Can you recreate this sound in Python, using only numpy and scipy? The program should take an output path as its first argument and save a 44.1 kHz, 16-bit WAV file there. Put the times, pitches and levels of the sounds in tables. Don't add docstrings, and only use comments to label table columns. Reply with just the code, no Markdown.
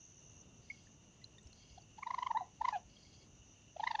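import sys
import numpy as np
from scipy import signal
from scipy.fft import rfft, irfft
from scipy.io import wavfile
from scipy.ndimage import uniform_filter1d

SR = 44100
rng = np.random.default_rng(int(sys.argv[2]) if len(sys.argv) > 2 else 0)


def dump(signal):
    limited = np.clip(np.atleast_2d(signal).T, -1, 1)
    pcm = np.round(limited * 32767).astype(np.int16)
    wavfile.write(sys.argv[1], SR, pcm)


def linear_from_db(decibels):
    return 10 ** (np.asarray(decibels, float) / 20)


N = 176400


def at_hz(points, hz):
    p = np.array(points)
    return np.interp(np.log(hz + 1), np.log(p[:, 0]), p[:, 1], left=-70, right=-70)


def rms_one(x):
    return x / np.sqrt(np.mean(x ** 2) + 1e-20)


def drift(rate_hz):
    r = np.exp(-80 * np.pi * rate_hz / SR)
    slow = signal.lfilter([1], [1, -2 * r, r * r], rng.standard_normal(N // 40 + 2002))[2000:]
    return np.interp(np.arange(N) / 40, np.arange(len(slow)), rms_one(slow))


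def coloured(points):
    weight = linear_from_db(at_hz(points, np.fft.rfftfreq(N, 1 / SR)))
    return rms_one(irfft(rfft(rng.standard_normal(N)) * weight, N))


def band(hz, width_hz):
    edges = [hz - width_hz / 2, hz + width_hz / 2]
    sos = signal.butter(2, edges, "band", fs=SR, output="sos")
    return rms_one(signal.sosfilt(sos, rng.standard_normal(N)))


WOBBLE_SHARE = .016

# peak_s, level_db, pitch_hz, swell_s, fade_s
TRILL_PULSES = [
    [(1.783, -49, 767, 0.0044, 0.0031), (1.988, -46, 880, 0.0041, 0.0058)],
    [(2.031, -39.5, 1098, 0.0041, 0.0042)],
    [(2.0715, -34, 968, 0.0047, 0.0047), (2.108, -31, 1013, 0.0029, 0.0039)],
    [(2.1453, -31.5, 1070, 0.0048, 0.0031), (2.6519, -28, 1022, 0.005, .0053)],
    [(2.187, -32, 1007, .0045, 0.0035), (2.6871, -26.5, 1003, .0053, 0.004)],
    [(2.228, -31, 1008, 0.0038, 0.0047), (2.2678, -30.5, 1031, 0.0031, 0.0051)],
    [(2.3132, -28, 966, 0.0062, 0.0031), (2.6167, -28.5, 914, 0.0039, 0.0037)],
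    [(3.7671, -39, 678, 0.0024, 0.0026), (3.799, -34, 826, 0.0016, 0.0043),
     (3.8059, -33.5, 786, 0.002, 0.0026)],
    [(3.8378, -29.5, 919, 0.0039, 0.004)],
    [(3.8736, -31, 1007, 0.0047, 0.0043)],
    [(3.9129, -30.5, 934, 0.0043, 0.0033), (3.953, -30.5, 896, 0.0054, 0.0043),
     (3.995, -30.5, 907, 0.0043, 0.0028)],
]
MOUTH_OVERTONES = [(-19, -28, -30, -27, -42), (-1.5, -26, -30, -36, -30), (-12, -34.5, -23.5, -31.5, -29.5),
                   (-12, -25, -25.5, -36, -36), (-13.5, -19.5, -26.5, -27, -36),
                   (-12, -13, -24.5, -32, -33.5), (-17.5, -32.5, -36.5, -43, -39),
                   (-28.5, -29.5, -18, -26, -37), (-6.5, -28.5, -19.5, -25, -39),
                   (-2.5, -16, -11, -23, -35), (-6.5, -19.5, -8.5, -15, -35)]
BREATH_HAZE = [-43, -38, -38, -37, -37, -39, -43, -38, -33, -33, -33]


def trill(pulses, overtones_db, haze_db, breath):
    swell_power, fade_power = 2.0, 2.76
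    shut_share, close_s = 0.98, 0.00049
    rise_share, sag_share, sag_s = .12, 0.21, 0.0015
    late_share, late_power, linger_s = 0.61, 1.98, .0028
    tail_db, tail_s, tail_share = -12, .004, .71
    haze_s, rasp_db, leak_db = .03, -38, -22
    rasp, wobble = breath
    out = np.zeros(N)
    for (peak, db, hz, rise, fade), luck in zip(pulses, rng.standard_normal((len(pulses), 8))):
        on = np.arange(int((peak - .045) * SR), min(int((peak + .03) * SR), N))
        u = on / SR - peak
        length = rise + fade
        v = u - late_share * fade
        after = np.maximum(v, 0)
        shut = 1 / (1 + np.exp(np.clip((u - shut_share * fade) / close_s, -50, 50)))
        opening = (np.maximum(-u, 0) / rise) ** swell_power
        closing = (np.maximum(u, 0) / fade) ** fade_power
        swell = .5 ** (opening + closing)

        climb = rise_share * np.tanh(u / length)
        sag = sag_share * (.5 + .5 * np.tanh((u - fade) / sag_s))
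        pitch = hz * (1 + climb - sag + WOBBLE_SHARE * wobble[on])
        phase = 2 * np.pi * np.cumsum(pitch) / SR + luck[6]

        late = np.exp(-(np.minimum(v, 0) / length * late_power) ** 2 - (after / linger_s) ** 2)
        overtones = sum(linear_from_db(d + 2.6 * luck[k]) * np.sin((k + 2) * phase - np.pi / 2 + k * k)
                        for k, d in enumerate(overtones_db))
        haze = linear_from_db(haze_db) * np.clip(1 - np.abs(u) / haze_s, 0, 1) * rasp[on]
        hum = linear_from_db(leak_db) * shut * np.clip((u + 0.019) / 0.015, 0, 1)
        flutter = linear_from_db(tail_db + 2.0 * luck[7]) * (1 - shut) * np.exp(-after / tail_s)
        flutter = flutter * np.sin(2 * np.pi * tail_share * hz * u)
        bright = late * (overtones + linear_from_db(rasp_db) * rasp[on])
        out[on] += linear_from_db(db) * ((swell + hum) * np.sin(phase) + flutter + haze + bright)
    return out


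# time_s, pitch_hz, level_db, second_partial_db
HELD_NOTES = [
    [(2.344, 870, -60, -90), (2.35, 862, -34, -70), (2.355, 860, -35.5, -59), (2.362, 878, -33, -55),
     (2.367, 900, -34, -62), (2.372, 960, -28.5, -46), (2.375, 978, -31, -43), (2.379, 950, -55, -62)],
    [(2.404, 850, -62, -90), (2.41, 810, -36.5, -74), (2.414, 750, -41, -79), (2.419, 725, -40, -85),
     (2.432, 715, -55, -88), (2.445, 700, -70, -98)],
    [(2.723, 860, -62, -80), (2.728, 860, -35, -54), (2.738, 835, -43, -49), (2.752, 832, -37, -51),
     (2.757, 775, -39, -56), (2.762, 745, -33.5, -66), (2.77, 715, -41, -68), (2.785, 715, -60, -86)],
]
HELD_PARTIALS = [(-17, -6, -30), (-8, -8, -12), (-6, -27, -23)]


def held_notes(wobble):
    out, t = np.zeros(N), np.arange(N) / SR
    for rows, partials_db in zip(HELD_NOTES, HELD_PARTIALS):
        s, hz, first_db, second_db = np.transpose(rows)
        phase = 2 * np.pi * np.cumsum(np.interp(t, s, hz) * (1 + WOBBLE_SHARE * wobble)) / SR
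        levels = []
        for db in (first_db, second_db):
            course = uniform_filter1d(np.interp(t, s, db, left=-120, right=-120), size=60)
            levels.append(np.sqrt(2) * linear_from_db(course))
        one, two = levels
        upper = sum(linear_from_db(d) * np.sin((k + 3) * phase) for k, d in enumerate(partials_db))
        out += one * np.sin(phase) + two * (np.sin(2 * phase) + two / two.max() * upper)
    return out


# time_s, level_db, half_length_s, low_hz, high_hz
BREATH_PUFFS = [
    (1.983, -67.5, 0.01, 1200, 4200),
    (2.653, -62, .004, 5500, 9800),
    (2.686, -47, 0.002, 2000, 6200),
    (2.69, -68, 0.0071, 5000, 9750),
    (2.707, -63, 0.011, 1500, 6500),
    (2.735, -62, .005, 3500, 9800),
    (2.758, -56, 0.014, 2500, 3250),
    (2.775, -66, 0.0047, 1200, 7000),
    (3.815, -76, 0.0066, 2700, 3700),
]


def puffs():
    t = np.arange(N) / SR
    out = np.zeros(N)
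    for s, db, half, low, high in BREATH_PUFFS:
        out += linear_from_db(db) * np.exp(-((t - s) / half) ** 2) * band((low + high) / 2, high - low)
    return out


# start_s, level_db, pitch_hz, t60_s, splash_db
WATER_DROPS = [(0.6997, -33.5, 2184, 0.064, -66.5), (0.833, -48, 7900, 0.02, -79),
               (0.869, -51.5, 1780, 0.021, -59), (1.215, -63.5, 2005, 0.12, -57.5),
               (1.241, -33, 4104, 0.018, -53), (1.242, -48, 4800, 0.016, -77),
               (1.382, -50.5, 3630, 0.038, -53), (1.381, -56.5, 1880, 0.044, -73),
               (1.429, -40, 7850, 0.019, -65), (1.47, -49.5, 5580, 0.026, -52),
               (1.529, -45.5, 4200, 0.018, -51), (1.779, -57, 4200, .03, -72),
               (1.777, -56, 3450, 0.028, -65), (1.818, -57, 4560, 0.033, -75),
               (2.965, -53.5, 3260, 0.049, -76)]


def water_drops():
    attack_s, burst_s, splash_t60_s = .0035, .02, .02
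    out, t = np.zeros(N + SR), np.arange(SR // 4) / SR
    attack = np.sin(np.pi / 2 * np.minimum(t / attack_s, 1)) ** 2
    burst = .08 + .92 / (1 + np.exp(np.minimum((t - burst_s) / .001, 50)))
    for s, db, hz, t60, splash_db in WATER_DROPS:
        partner = 0.4 * np.exp(-t / 0.0077) * np.sin(2 * np.pi * 1.07 * hz * t)
        ring = attack * burst * linear_from_db(db - 60 * t / t60) * (np.sin(2 * np.pi * hz * t) + partner)
        splash = linear_from_db(splash_db - 60 * t / splash_t60_s) * np.diff(rng.standard_normal(len(t) + 1))
        out[int(s * SR):][:len(t)] += ring + splash
    return out[:N]


# start_s, level_db, pitch_hz, t60_s
FOOTFALLS = [
    (1.452, -50, 68, .12),
    (2.6, -58, 60, .2),
    (3.39, -57, 65, .15),
    (2.85, -58, 60, .15),
    (1.7, -57, 62, .2),
]


def footfalls():
    out, t = np.zeros(N + SR), np.arange(SR // 4) / SR
    for s, db, hz, t60 in FOOTFALLS:
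        envelope = (1 - np.exp(-t / 0.01)) * linear_from_db(db - 60 * t / t60 + 8.0)
        out[int(s * SR):][:len(t)] += envelope * np.sin(2 * np.pi * hz * t)
    return out[:N]


def yard(x):
    level_db, t60_s, gap_s = -21.5, 0.22, 0.0025
    tilt, leaf_stir = .6, 1.2
    t = np.arange(SR // 5) / SR
    echo = rng.standard_normal(len(t)) * linear_from_db(-60 * t / t60_s) * np.clip(t / gap_s - 1, 0, 1)
    stirred = x * rms_one(1 + leaf_stir * drift(110))
    bright = signal.lfilter([5, -5 * tilt], [1], stirred)
    return linear_from_db(level_db) * signal.fftconvolve(bright, echo / np.sqrt(np.sum(echo ** 2)))[:N]


# pitch_hz, level_db, t60_s
WING_MODES = [(5950, -62, .012), (6390, -63, .012), (9600, -72, .004)]


def katydid():
    strokes_per_s, first_stroke_s, stops_s, teeth_s = 86, .002, .42, 0.0057
    t = np.arange(N) / SR
    since_stroke = ((t - first_stroke_s) * strokes_per_s % 1) / strokes_per_s
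    scratching = (since_stroke < teeth_s) * (t < stops_s)
    teeth = scratching * linear_from_db(0.65 * drift(23)) * rng.standard_normal(N) + 1e-18
    out = 0
    for hz, db, t60 in WING_MODES:
        r = linear_from_db(-60 / (t60 * SR))
        poles = [1, -2 * r * np.cos(2 * np.pi * hz / SR), r * r]
        rung = signal.lfilter([1], poles, signal.lfilter([1], poles, teeth))
        out = out + linear_from_db(db - 14) * rms_one(rung)
    return out


# start_s, end_s, level_db
RASP_BURSTS = [
    (0.605, 0.89, -77),
    (1.52, 1.826, -73),
    (2.87, 3.28, -73.5),
    (1.4, 1.29, -71),
]
# pitch_hz, width_hz, level_db
RASP_BANDS = [(4520, 550, 0), (5000, 340, -4), (3260, 200, -5), (2200, 150, -10.5)]


def rasping_insect():
    throb_db, throbs_per_s, grain_db, fade_s = 3.0, 12.03, 3.0, .07
    t = np.arange(N) / SR
    gate = np.zeros(N)
    for a, b, db in RASP_BURSTS:
        throb = throb_db * np.sin(2 * np.pi * throbs_per_s * (t - a))
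        gate += linear_from_db(db + throb) * np.clip(np.minimum(t - a, b - t) / fade_s, 0, 1)
    grains = sum(linear_from_db(db + grain_db * drift(29)) * band(hz, width) for hz, width, db in RASP_BANDS)
    return gate * grains


# pitch_hz, width_hz, level_db
CHORUS_BANDS = [(2830, 290, -75.5), (6020, 470, -73), (6390, 740, -76), (9140, 790, -80.5), (3650, 61, -90)]


def far_chorus():
    out = np.zeros(N)
    for hz, width, db in CHORUS_BANDS:
        out += linear_from_db(db + 1.3 * (drift(3.7) + drift(23))) * band(hz, width)
    return out


# pitch_hz, level_db
TRAFFIC_SPECTRUM = [(12, -50), (20, -27), (42, -5), (70, -4), (107, -0.5), (188, -5.5), (536, -18.5),
                    (586, -17.5), (1500, -28), (1950, -82), (3300, -120)]
# pitch_hz, level_db (per Hz)
AIR_SPECTRUM = [(1000, -15.5), (1700, 6), (3800, 5), (5200, 1), (7000, 10), (8200, 6.5), (9700, 2.5),
                (10400, -16)]


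def traffic_and_air():
    rumble = linear_from_db(-65 + 1.0 * drift(0.8)) * coloured(TRAFFIC_SPECTRUM)
    return rumble + linear_from_db(-74 + 1 * drift(11.0)) * coloured(AIR_SPECTRUM)


def scene():
    breath = band(3300, 3300), band(340, 550)
    voice = held_notes(breath[1]) + puffs()
    for pulses, overtones_db, haze_db in zip(TRILL_PULSES, MOUTH_OVERTONES, BREATH_HAZE):
        voice = voice + trill(pulses, overtones_db, haze_db, breath)
    throat = signal.butter(4, 500, "high", fs=SR, output="sos")
    near = signal.sosfiltfilt(throat, voice)
    taps = water_drops() + footfalls()
    background = katydid() + rasping_insect() + far_chorus() + traffic_and_air()
    return (near + taps + yard(near + .5 * taps) + background)[None]


def top_cut(x):
    return signal.sosfilt(signal.butter(12, 10100, fs=SR, output="sos"), x)


def record(dry):
    hz = np.fft.rfftfreq(N, 1 / SR)
    shelf_db = -17 / (1 + np.exp(-(hz - 7300) / 130))
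    end_db = -40 / (1 + np.exp(-(hz - 10150) / 100))
    heard = irfft(rfft(dry) * linear_from_db(shelf_db + end_db), N)
    mix = heard + linear_from_db(-93) * rng.standard_normal(dry.shape)
    return top_cut(mix)


dry = scene()
out = record(dry)
dump(out)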